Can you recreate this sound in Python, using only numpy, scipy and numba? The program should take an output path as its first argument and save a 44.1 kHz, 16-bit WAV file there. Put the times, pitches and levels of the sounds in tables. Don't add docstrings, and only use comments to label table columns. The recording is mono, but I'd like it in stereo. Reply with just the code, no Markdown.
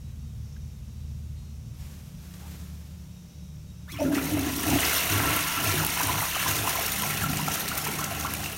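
import sys
import numpy as np
from scipy import signal
from scipy.fft import rfft, irfft, next_fast_len
from scipy.io import wavfile
from scipy.ndimage import uniform_filter1d
from numba import njit

SR = 44100
rng = np.random.default_rng(int(sys.argv[2]) if len(sys.argv) > 2 else 0)


def transcribe(signal):
    frames = np.atleast_2d(signal).T
    limited = np.clip(frames, -1, 1)
    pcm = np.round(limited * 32767).astype(np.int16)
    wavfile.write(sys.argv[1], SR, pcm)


N = 377937
TIME = np.arange(N) / SR
FILL_START_S, FILL_END_S = 6.61, 7

# (time [s], rim jets [dB], churning pool [dB])
FLUSH_CURVE = [(3.87, -67, -75), (3.91, -49, -64), (3.98, -52, -46), (4.07, -43, -47.5), (4.1, -48, -51),
               (4.16, -36.5, -37.5), (4.31, -39, -41.5), (4.5, -35.5, -37), (4.52, -35.5, -44),
               (4.68, -30.5, -35), (4.99, -27.5, -30), (5.08, -30, -32), (6.11, -31.5, -33),
               (6.23, -34, -38.5), (6.44, -32.5, -31), (6.45, -30.5, -34.5), (8.27, -37.5, -36),
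               (8.52, -37.5, -37.5), (8.57, -41, -41)]
# (frequency [Hz], width [Hz], gain [dB])
BOWL_LOW_WATER = [(705, 56, -2), (880, 160, -16), (1020, 70, 4.5), (1110, 50, 1), (1351, 35, 11)]
BOWL_HIGH_WATER = [(650, 76, -16), (796.5, 17, -1), (1056, 50, -5), (1110, 25, -7), (1302, 26, -3),
                   (1351, 22, 3)]


def rim_spray(flow, splatter, spatter_depth):
    # (frequency [Hz], gain [dB])
    spray_spectrum = [(400, 0), (1500, -26), (2800, -3), (3900, 0), (4900, -4), (5700, 1.5), (6500, 1),
                      (7700, -5), (8800, -0.5), (9700, -1), (10400, -5), (11200, -0.5), (13000, 0),
                      (15800, 0.5)]
    sheet = unit(noise() * amp(0.76 * wander(650)))
    drops = swarm(count=20000, low_hz=2842, high_hz=13680, cycles=73, spread_db=3.5, rise=0.27)
    drops = unit(np.diff(drops, prepend=0)) * amp(2 * wander(55))
    mist = band(noise(), 8300, 15800) * amp(6.4 * wander(140))
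    sway = amp(spatter_depth * (0.5 * bursts(rate=45, decay_s=0.045) + 1.8 * splatter + 1.55 * wander(170)))
    spray = colour(sheet + amp(-3.5) * drops + amp(-13.5) * mist, spray_spectrum)
    return amp(1.8) * flow * sway * spray


def whirlpool(churn, splatter, spatter_depth):
    # (start [s], length [s], level [dB])
    breakers = [(4.17, 0.034, -36.5), (4.775, .015, -27), (4.815, 0.037, -29), (5.0, 0.59, -36.5),
                (6.35, 0.052, -33)]
    # (frequency [Hz], gain [dB])
    froth_spectrum = [(350, -8), (560, -4), (800, -18), (1200, 0), (1700, 3.5), (2020, 3.5), (2400, 1.5),
                      (2780, 5), (3300, -4.5), (4500, -11), (9000, -39)]
    # (frequency [Hz], width [Hz], gain [dB])
    rim_modes = [(2055, 75, -2.5), (2217, 53, -1.5), (2585, 58, 0.5), (2875, 43, -6), (2920, 11, -14)]
    froth_gain = np.hypot(churn * amp(0.3), swells(breakers, attack_s=0.0065, release_s=0.0076))
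    froth_gain *= amp(-1.86 * np.maximum(TIME - FILL_START_S, 0))
    fizz = swarm(count=16000, low_hz=690, high_hz=4613, cycles=39.5, spread_db=2.5, rise=0.38)
    froth = colour(unit(np.diff(fizz, prepend=0)) + amp(-1.5) * noise(), froth_spectrum)
    froth = unit(froth + amp(-11) * resonate(noise(), rim_modes))
    froth *= amp(spatter_depth * (1.95 * splatter + 0.45 * wander(250)))
    hollow = blend(burble(BOWL_LOW_WATER), burble(BOWL_HIGH_WATER), FILL_START_S, FILL_END_S)
    hollow = sustained(hollow, steadiness=0.14)
    hollow *= amp(3.4 * bursts(rate=430, decay_s=0.063) + 0.74 * splatter)
    return froth_gain * froth + amp(-6) * churn * hollow


def burble(modes):
    large = swarm(count=3500, low_hz=614, high_hz=1508, cycles=20, spread_db=2, rise=0.29)
    return band(amp(-24) * large + resonate(large + amp(11) * noise(), modes), 534, 1530)


def trapway(flow):
    # (start [s], length [s], rumble [dB], gurgle [dB])
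    surges = [(3.921, 0.06, -36, -44), (3.996, 0.17, -36, -27), (4.203, .09, -43, -35.5),
              (4.312, 0.17, -32.5, -27), (4.536, 0.11, -47, -34), (4.661, 0.097, -26.5, -27.5),
              (5.093, 0.24, -31, -32), (5.562, 0.079, -39, -36.5), (5.64, 0.19, -29, -37),
              (6.018, 0.14, -34, -38), (6.45, 0.2, -35, -41), (6.82, .16, -38.5, -53),
              (6.98, 0.32, -32, -51), (7.21, 0.29, -29.5, -40.5), (7.62, 0.19, -39.5, -45),
              (7.85, 0.61, -35.5, -44)]
    rumble_surges = swells([(s, length, db) for s, length, db, _ in surges], 0.014, 0.063)
    gurgle_surges = swells([(s, length, db) for s, length, _, db in surges], 0.014, 0.063)
    rumble_gain = np.hypot(flow * amp(-17), rumble_surges)
    gurgle_gain = np.hypot(flow * amp(-16.5), gurgle_surges)
    return amp(-4) * rumble_gain * drain_rumble() + amp(-1) * gurgle_gain * air_pocket()


def drain_rumble():
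    # (frequency [Hz], width [Hz], gain [dB])
    low_water = [(75, 12, -5), (102, 18, 0), (151, 12, 1), (175, 30, -11), (230, 22, -13)]
    high_water = [(76, 12, -13), (102, 16, -7), (152, 12, 0), (180, 26, -8), (210, 11, 3)]
    rings = []
    for modes in (low_water, high_water):
        air = swarm(count=2500, low_hz=55, high_hz=450, cycles=4.66, spread_db=0.5, rise=1)
        rings.append(resonate(air, modes, order=2))
    return sustained(blend(*rings, FILL_START_S, FILL_END_S), steadiness=0.97)


def air_pocket():
    # (frequency [Hz], width [Hz], gain [dB])
    pocket_modes = [(215, 40, -11), (250, 44, -6), (274, 26, -1), (292, 24, 0), (342, 26, -4.5),
                    (401, 20, -9), (440, 30, -19), (495, 24, -15)]
    air = swarm(count=1800, low_hz=193, high_hz=548, cycles=4.1, spread_db=2.5, rise=0.17)
    note = amp(-1.5) * np.sqrt(2) * np.sin(phase_of(286 + 24 * wander(70)))
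    gurgle = resonate(air, pocket_modes, order=2) + blend(note, 0, start_s=4.72, end_s=4.75)
    return sustained(gurgle, steadiness=.9) * amp(1.3 * wander(55))


def gulps():
    # (time [s], level [dB], pitch [Hz], t60 [s])
    gulp_events = [(3.987, -30.5, 673, 0.26), (3.996, -25, 624, 0.19), (4.016, -17, 588, 0.14),
                   (4.003, -29.5, 897, 0.12), (4.055, -28, 558, 0.2), (4.105, -30, 647, 0.18),
                   (4.044, -20, 268, 0.22), (4.091, -17, 294, 0.1), (4.129, -13.5, 284.5, 0.13),
                   (4.168, -28, 317, 0.071), (4.332, -17, 294, 0.12), (4.366, -20, 318, 0.11),
                   (4.729, -12, 257, 0.075), (4.755, -10, 290, 0.044), (5.735, -22, 360, 0.086),
                   (7.293, -18, 249, .06), (7.882, -25, 415, 0.052)]
    s, db, hz, t60 = np.array(gulp_events, float).T.copy()
    return bubbles(s, amp(db), hz, t60, octaves_per_s=np.full(len(s), .3))


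def glugs():
    # (start [s], length [s], pitch [Hz], peak level [dB])
    glug_events = [(4.03, .1, 165, -29.5), (4.19, .14, 160, -33), (4.31, .12, 100, -31),
                   (4.665, .07, 90, -31), (4.7, .1, 145, -31), (5.095, .16, 100, -25.5),
                   (5.24, .13, 148, -32), (5.665, .12, 100, -28), (5.725, .15, 150, -27.5),
                   (6.04, .09, 102, -31), (6.11, .18, 150, -35), (6.155, .08, 100, -31.5),
                   (6.475, .09, 100, -31.5), (6.57, .07, 103, -32), (7.33, .14, 150, -33)]
    out = np.zeros(N)
    for s, length, hz, db in glug_events:
        u = np.linspace(0, 1, int(length * SR))
        pitch = hz * (1 + .05 * wander(60)[:len(u)])
        add(out, s, amp(db) * np.sin(np.pi * u ** .8) * np.sin(phase_of(pitch)))
    return out


def plops():
    # (time [s], relative level [dB], first pitch [Hz], last pitch [Hz], length [s])
    cavities = [(4.182, -21, 1390, 1500, 0.0049), (4.37, -28, 616, 636, 0.021),
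                (4.664, -24.5, 596, 900, 0.009), (4.726, -19.5, 695, 760, 0.011),
                (4.758, -21, 700, 716, 0.0071), (4.843, -17, 1500, 1900, .0026),
                (5.201, -14, 1480, 1750, 0.0048), (5.572, -24, 1345, 1370, 0.018),
                (5.797, -23, 1336, 1380, 0.019), (5.834, -22, 805, 1170, .012),
                (5.971, -25, 820, 1400, 0.0091), (6.003, -19.5, 774, 1280, 0.015),
                (6.091, -20.5, 940, 1055, 0.019), (6.152, -25, 760, 1310, 0.011),
                (6.181, -23, 700, 1150, 0.017), (6.221, -18.5, 750, 1070, 0.01),
                (6.227, -22, 1110, 1490, 0.0072), (6.358, -21, 1130, 1480, 0.007),
                (6.461, -21, 960, 1060, 0.016), (6.65, -26.5, 894, 1000, 0.019),
                (6.672, -19.5, 860, 1160, 0.011), (6.753, -25.5, 955, 1090, 0.011),
                (6.782, -24, 657, 724, 0.029), (7.028, -24.5, 940, 1110, .014),
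                (7.219, -21, 1620, 1690, 0.0097), (7.238, -20, 1330, 1360, 0.013),
                (7.3, -28, 1340, 1400, .008), (7.393, -25.5, 765, 1440, 0.0175),
                (7.478, -22, 1230, 1530, 0.011), (7.548, -29, 630, 704, 0.021),
                (7.714, -23.5, 1340, 1450, 0.021), (7.866, -23, 840, 1440, 0.014),
                (7.988, -28.5, 1094, 1130, 0.019), (8.111, -26.5, 660, 686, 0.022),
                (8.248, -22.5, 930, 1430, 0.012), (8.258, -25, 1384, 1410, 0.021),
                (8.394, -29.5, 685, 724, 0.022)]
    notes, splinters = np.zeros(N), []
    for s, db, first_hz, last_hz, length in cavities:
        u = np.linspace(0, 1, int(length * SR))
        pitch = (first_hz + (last_hz - first_hz) * u) * (1 + .07 * wander(700)[:len(u)])
        add(notes, s, amp(db) * np.sin(np.pi * u ** 0.54) * np.sin(phase_of(pitch)))
        for delay, height, loss in rng.random((5, 3)):
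            splinters.append((s + .04 * delay, amp(db - 4.5 - 6 * loss), last_hz * 2 ** (1.3 * height - .75)))
    notes *= amp(2.4 * wander(450) - 1)
    starts, size, hz = np.transpose(splinters).copy()
    blips = notes + bubbles(starts, size, hz, t60=14 / hz, octaves_per_s=np.full(len(hz), 20.))
    ring = blend(resonate(blips, BOWL_LOW_WATER), resonate(blips, BOWL_HIGH_WATER), FILL_START_S, FILL_END_S)
    wakes = [(s - .012, length + .012, db - 16) for s, db, _, _, length in cavities]
    wake = swarm(count=5000, low_hz=702, high_hz=1704, cycles=10, spread_db=5, rise=0.21)
    wake *= swells(wakes, attack_s=.008, release_s=0.032)
    return amp(-4) * blips + amp(-9) * np.std(blips) * ring + wake


def slaps():
    # (time [s], relative level [dB], pitch [Hz])
    drops = [(4.145, -30.5, 4450), (4.701, -21, 6420), (4.8047, -20, 8720), (4.8497, -20, 5600),
             (5.115, -23, 12600), (5.848, -16, 13800), (5.865, -14, 13600), (5.946, -27.5, 11700),
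             (6.554, -27, 4690), (6.6926, -24, 6220), (6.9277, -38, 5540), (7.0209, -19, 12400),
             (7.3695, -20.5, 6230), (7.577, -27, 15000), (7.6852, -21.5, 8540), (8.0045, -26.5, 6100),
             (8.041, -21, 6100), (8.208, -25.5, 5630), (8.337, -20, 12200), (8.439, -25.5, 5200)]
    out, t = np.zeros(N), TIME[:SR // 20]
    for s, db, hz in drops:
        burst = rng.standard_normal(len(t))
        ring = signal.lfilter(*signal.iirpeak(min(hz, SR / 3), 4.5, SR), burst)
        u = t * hz / 11
        envelope = amp(db - 6.5 + 0.81 * np.log2(hz / 8000)) * u * np.exp(1 - u)
        add(out, s, envelope * (unit(ring) + amp(-1.5) * burst))
    return out


def slosh():
    # (time [s], relative level [dB])
    heave = [(4.0, -44), (4.2, -37.5), (4.42, -36.5), (4.6, -49), (4.69, -32), (4.88, -40), (5.32, -35),
             (5.41, -53), (5.53, -65), (5.6, -37), (5.85, -41.5), (5.92, -47), (6.02, -40), (6.22, -45),
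             (6.29, -52), (6.43, -50), (6.49, -38.5), (6.82, -37), (6.9, -42.5), (7.53, -41.5), (7.62, -40),
             (8.57, -46)]
    # (frequency [Hz], gain [dB])
    wash_spectrum = [(300, 5), (420, -0.5), (500, -3), (580, -2), (700, 5), (850, -0.5), (1000, -3),
                     (1300, -26), (2500, -50)]
    level, = gains(heave)
    wash = swarm(count=3000, low_hz=398, high_hz=1000, cycles=11, spread_db=1, rise=0.28)
    return amp(-2) * level * colour(wash + amp(-3) * noise(), wash_spectrum)


def valve():
    # (start [s], length [s], first pitch [Hz], middle [Hz], last [Hz], relative level [dB])
    squeals = [(3.877, 0.053, 1400, 2100, 2750, -39.5), (3.878, .035, 1020, 1180, 1220, -47),
               (3.885, 0.035, 3350, 3850, 4350, -47), (3.893, .03, 5600, 6250, 6600, -51),
               (3.908, 0.055, 4900, 5500, 5500, -45.5), (3.923, .025, 3250, 3370, 3150, -37.5),
               (3.934, .03, 1000, 1100, 900, -43), (3.943, 0.035, 2450, 2200, 2200, -40.5),
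               (3.974, 0.032, 2300, 2550, 2650, -39.5), (3.988, 0.054, 5200, 5830, 5800, -39),
               (4.035, .06, 1300, 1400, 1300, -37), (4.118, .02, 1600, 1640, 1550, -32)]
    out, turbulence_hz = np.zeros(N), 1100
    for s, length, first_hz, middle_hz, last_hz, db in squeals:
        u = np.linspace(0, 1, int(length * SR))
        arch_hz = np.polyval(np.polyfit([0, .5, 1], [first_hz, middle_hz, last_hz], 2), u)
        jitter, rasp_sin, rasp_cos = (wander(turbulence_hz)[:len(u)] for _ in range(3))
        phase = phase_of(arch_hz + 80 * jitter)
        rasp = rasp_sin * np.sin(phase) + rasp_cos * np.cos(phase)
        tone = np.sqrt(2) * (np.sin(phase) + amp(-9.5) * rasp)
        spit = amp(-10) * rng.standard_normal(SR // 2)[:len(u)]
        add(out, s, amp(db - 6.5) * np.sqrt(np.abs(np.sin(np.pi * u))) * (tone + spit))
    return out


def washroom(x, t60, wet_db):
    t = TIME[:SR // 2]
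    tail = band(noise(), 302, 11700)[:len(t)] * np.exp(-np.log(1000) * t / t60) * (t > .004)
    return x + amp(wet_db) * signal.fftconvolve(x, tail / np.linalg.norm(tail))[:N]


def person():
    # (start [s], length [s], level [dB])
    swishes = [(1.7, 0.14, -51), (2.12, 0.49, -53), (2.33, 0.22, -54)]
    # (frequency [Hz], gain [dB])
    cloth_spectrum = [(260, 1), (450, -6.5), (802, -7), (889, -8.5), (1330, -8.5), (4880, -10.5),
                      (6370, -10.5), (10400, -14), (13000, -11), (15500, -16.5)]
    # (start [s], length [s], pitch [Hz], width [Hz], level [dB])
    scuffs = [(0.557, 0.019, 1720, 220, -55.5), (2.334, 0.014, 2500, 5000, -49),
              (2.392, 0.037, 1150, 300, -54), (2.405, 0.1, 870, 110, -51.5)]
    motion = swells(swishes, attack_s=0.14, release_s=0.34)
    out = motion * colour(noise() * amp(wander(60)), cloth_spectrum)
    for s, length, hz, width_hz, db in scuffs:
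        rub = signal.lfilter(*signal.iirpeak(hz, hz / width_hz, SR), rng.standard_normal(SR // 2))
        swell = np.hanning(int(length * SR))
        add(out, s, amp(db) * swell * unit(rub)[:len(swell)])
    return out


def ventilation():
    # (frequency [Hz], width [Hz], gain [dB])
    seat_modes = [(54, 20, -3), (74.9, 3.6, 4.5), (113, 22, -4.5), (133.3, 10.4, -2.5), (143.2, 23, -7.5),
                  (169, 10, -25), (211.8, 15, -10.5)]
    standing_modes = [(57, 26, -6), (74, 14, -3), (109, 43, -6), (151, 3.6, 2.5), (175, 16, -1),
                      (190, 13, -14.5)]
    # (frequency [Hz], gain by the seat [dB], gain at standing height [dB])
    fan_tones = [(74.7, -39.5, -42), (111.5, -44.5, -49), (133.5, -46.5, -60), (148.5, -46.5, -45),
                 (179, -57, -46), (221.5, -52, -63), (480, -70, -72), (594, -73, -69.5)]
    # (frequency [Hz], gain [dB])
    duct_spectrum = [(20, -44), (40, -8.5), (75, 0.5), (180, -11), (260, -15.5), (350, -22), (600, -29.5),
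                     (1200, -32.5), (3000, -45)]
    hiss_spectrum = [(200, 4.5), (1800, -1), (2600, 4), (4300, 0.5), (4950, -1), (5600, -7), (6600, 3.5),
                     (8000, -2), (9500, -0.5), (10400, -5.5), (11500, -1), (15800, -6.5)]
    rising_s = (1.8, 2.3)
    seat_boom = amp(-42.5) * resonate(noise(), seat_modes, order=2)
    standing_boom = amp(-48) * resonate(noise(), standing_modes, order=2)
    hum = 0
    for hz, *db in fan_tones:
        phase = phase_of(hz + (.6 + hz / 300) * wander(11))
        hum += amp(np.interp(TIME, rising_s, db) + 2.2 * wander(7.6)) * np.sqrt(2) * np.sin(phase)
    duct = amp(-50.5) * colour(noise(), duct_spectrum)
    hiss = amp(-61) * colour(noise(), hiss_spectrum)
    return blend(seat_boom, standing_boom, *rising_s) + duct + amp(-5.5) * hum + hiss


def seeping_seal():
    # (start [s], length [s], pitch [Hz], level [dB])
    whistles = [(0, 0.12, 3900, -70), (.15, .2, 3740, -73), (.55, .6, 3730, -73), (.82, .5, 4685, -73),
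                (0.85, .35, 3985, -72.5), (1.32, .18, 4170, -69.5), (1.34, .15, 3780, -71),
                (2.82, .11, 3750, -67.5), (3.08, 0.11, 3770, -68.5), (3.26, .26, 3840, -70),
                (3.6, .26, 3810, -70)]
    # (start [s], length [s], relative level [dB])
    seep_swells = [(.2, 0.41, -70), (3.1, 0.91, -71)]
    # (frequency [Hz], width [Hz], gain [dB])
    seal_modes = [(3720, 140, -8), (4600, 120, -6), (5380, 300, -2), (5650, 240, -0.5), (5930, 700, -3)]
    tone, release_s, valve_opens_s = 0, .05, FLUSH_CURVE[0][0]
    waver_hz = 14 * wander(300) + 14 * wander(12)
    for s, length, hz, db in whistles:
        gain = swells([(s, length, db)], attack_s=0.06, release_s=release_s)
        sag_hz = 45 * np.minimum((2 * (TIME - s) / (length + release_s) - 1) ** 2, 1)
        phase = phase_of(hz - sag_hz + waver_hz)
        tone += gain * (np.sin(phase) + amp(-6) * np.sin(2 * phase))
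    tone *= amp(3 * wander(35))
    seep = np.hypot(amp(-68.5) * (TIME < valve_opens_s), swells(seep_swells, attack_s=0.22, release_s=0.14))
    return tone + amp(2 + wander(16)) * seep * resonate(noise(), seal_modes, order=2)


@njit
def bubbles(start, size, hz, t60, octaves_per_s):
    out = np.zeros(N)
    for k in range(len(start)):
        first, phase, f, a = int(start[k] * SR), 0., hz[k], size[k]
        fade = np.exp(-np.log(1000) / (t60[k] * SR))
        climb = 2 ** (octaves_per_s[k] / SR)
        for i in range(max(first, 0), min(first + int(t60[k] * SR), N)):
            phase += f / SR
            out[i] += a * min(phase / 2, 1.) * np.sin(2 * np.pi * phase)
            a, f = a * fade, min(f * climb, .45 * SR)
    return out


def swarm(count, low_hz, high_hz, cycles, spread_db, rise):
    when, pitch, life, size = rng.random((count, 4)).T
    hz = low_hz * (high_hz / low_hz) ** pitch
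    t60 = cycles * (.5 + life) / hz
    weight = amp(-spread_db * np.log(.01 + size))
    return unit(bubbles(when * N / SR, weight, hz, t60, rise / t60))


def bursts(rate, decay_s):
    hits = np.maximum(rate / SR - rng.random(N), 0)
    x = signal.lfilter([1], [1, -np.exp(-1 / (decay_s * SR))], hits)
    return unit(x - x.mean())


def swells(events, attack_s, release_s):
    power = np.zeros(N)
    for s, length, db in events:
        t = TIME[:int((length + 6 * release_s) * SR)]
        shape = np.minimum(t / attack_s, 1) * np.exp(-np.maximum(t - length, 0) / release_s)
        add(power, s, (shape * amp(db)) ** 2)
    return np.sqrt(power)


def gains(table):
    s, *columns = np.transpose(table)
    gate = np.interp(TIME, [s[0] - .02, s[0], s[-1] + .02, s[-1] + .1], [0, 1, 1, 0])
    return [gate * amp(np.interp(TIME, s, db)) for db in columns]


def sustained(x, steadiness):
    power = uniform_filter1d(uniform_filter1d(x * x, SR // 30), SR // 60)
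    return unit(x / (np.abs(power) + 1e-6) ** (steadiness / 2))


def blend(before, after, start_s, end_s):
    share = np.clip((TIME - start_s) / (end_s - start_s), 0, 1)
    return np.sqrt(1 - share) * before + np.sqrt(share) * after


def resonate(x, modes, order=1):
    def response(f):
        return sum(amp(db) / (1 + 1j * (f * f - hz * hz) / (f * width)) ** order for hz, width, db in modes)
    return unit(filtered(x, response))


def colour(x, points):
    hz, db = np.transpose(points)
    return unit(filtered(x, lambda f: amp(np.interp(np.log(f), np.log(hz), db))))


def filtered(x, response):
    size = next_fast_len(N + SR // 2, True)
    hz = np.arange(1, size // 2 + 2) * SR / size
    return irfft(rfft(x, size) * response(hz), size)[:N]


def band(x, low_hz, high_hz):
    return unit(signal.sosfilt(signal.butter(3, [low_hz, high_hz], "band", fs=SR, output="sos"), x))


def wander(rate):
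    return 1.2 * np.interp(TIME * rate, np.arange(N // 20), rng.standard_normal(N // 20))


def noise():
    return rng.standard_normal(N)


def phase_of(hz):
    return 2 * np.pi * np.cumsum(hz) / SR


def amp(db):
    return 10 ** (np.asarray(db) / 20)


def unit(x):
    return x / np.sqrt(np.mean(x ** 2))


def add(out, start_s, sound):
    i = max(int(start_s * SR), 0)
    out[i:i + len(sound)] += sound[:max(N - i, 0)]


def scene():
    flow, churn = gains(FLUSH_CURVE)
    splatter = bursts(rate=250, decay_s=0.01)
    spatter_depth = np.interp(TIME, (4.3, 4.8, 5.7, 8.0), (.9, .6, .62, 1))
    flush = valve() + trapway(flow) + gulps() + glugs()
    flush += rim_spray(flow, splatter, spatter_depth) + whirlpool(churn, splatter, spatter_depth)
    flush += slosh() + plops() + slaps()
    mono = amp(-1) * washroom(flush, t60=0.56, wet_db=-11) + person() + ventilation() + seeping_seal()
    return np.array([mono, mono])


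def record(dry):
    return signal.sosfilt(signal.ellip(10, .2, 70, 15800, fs=SR, output="sos"), dry)


dry = scene()
out = record(dry)
transcribe(out)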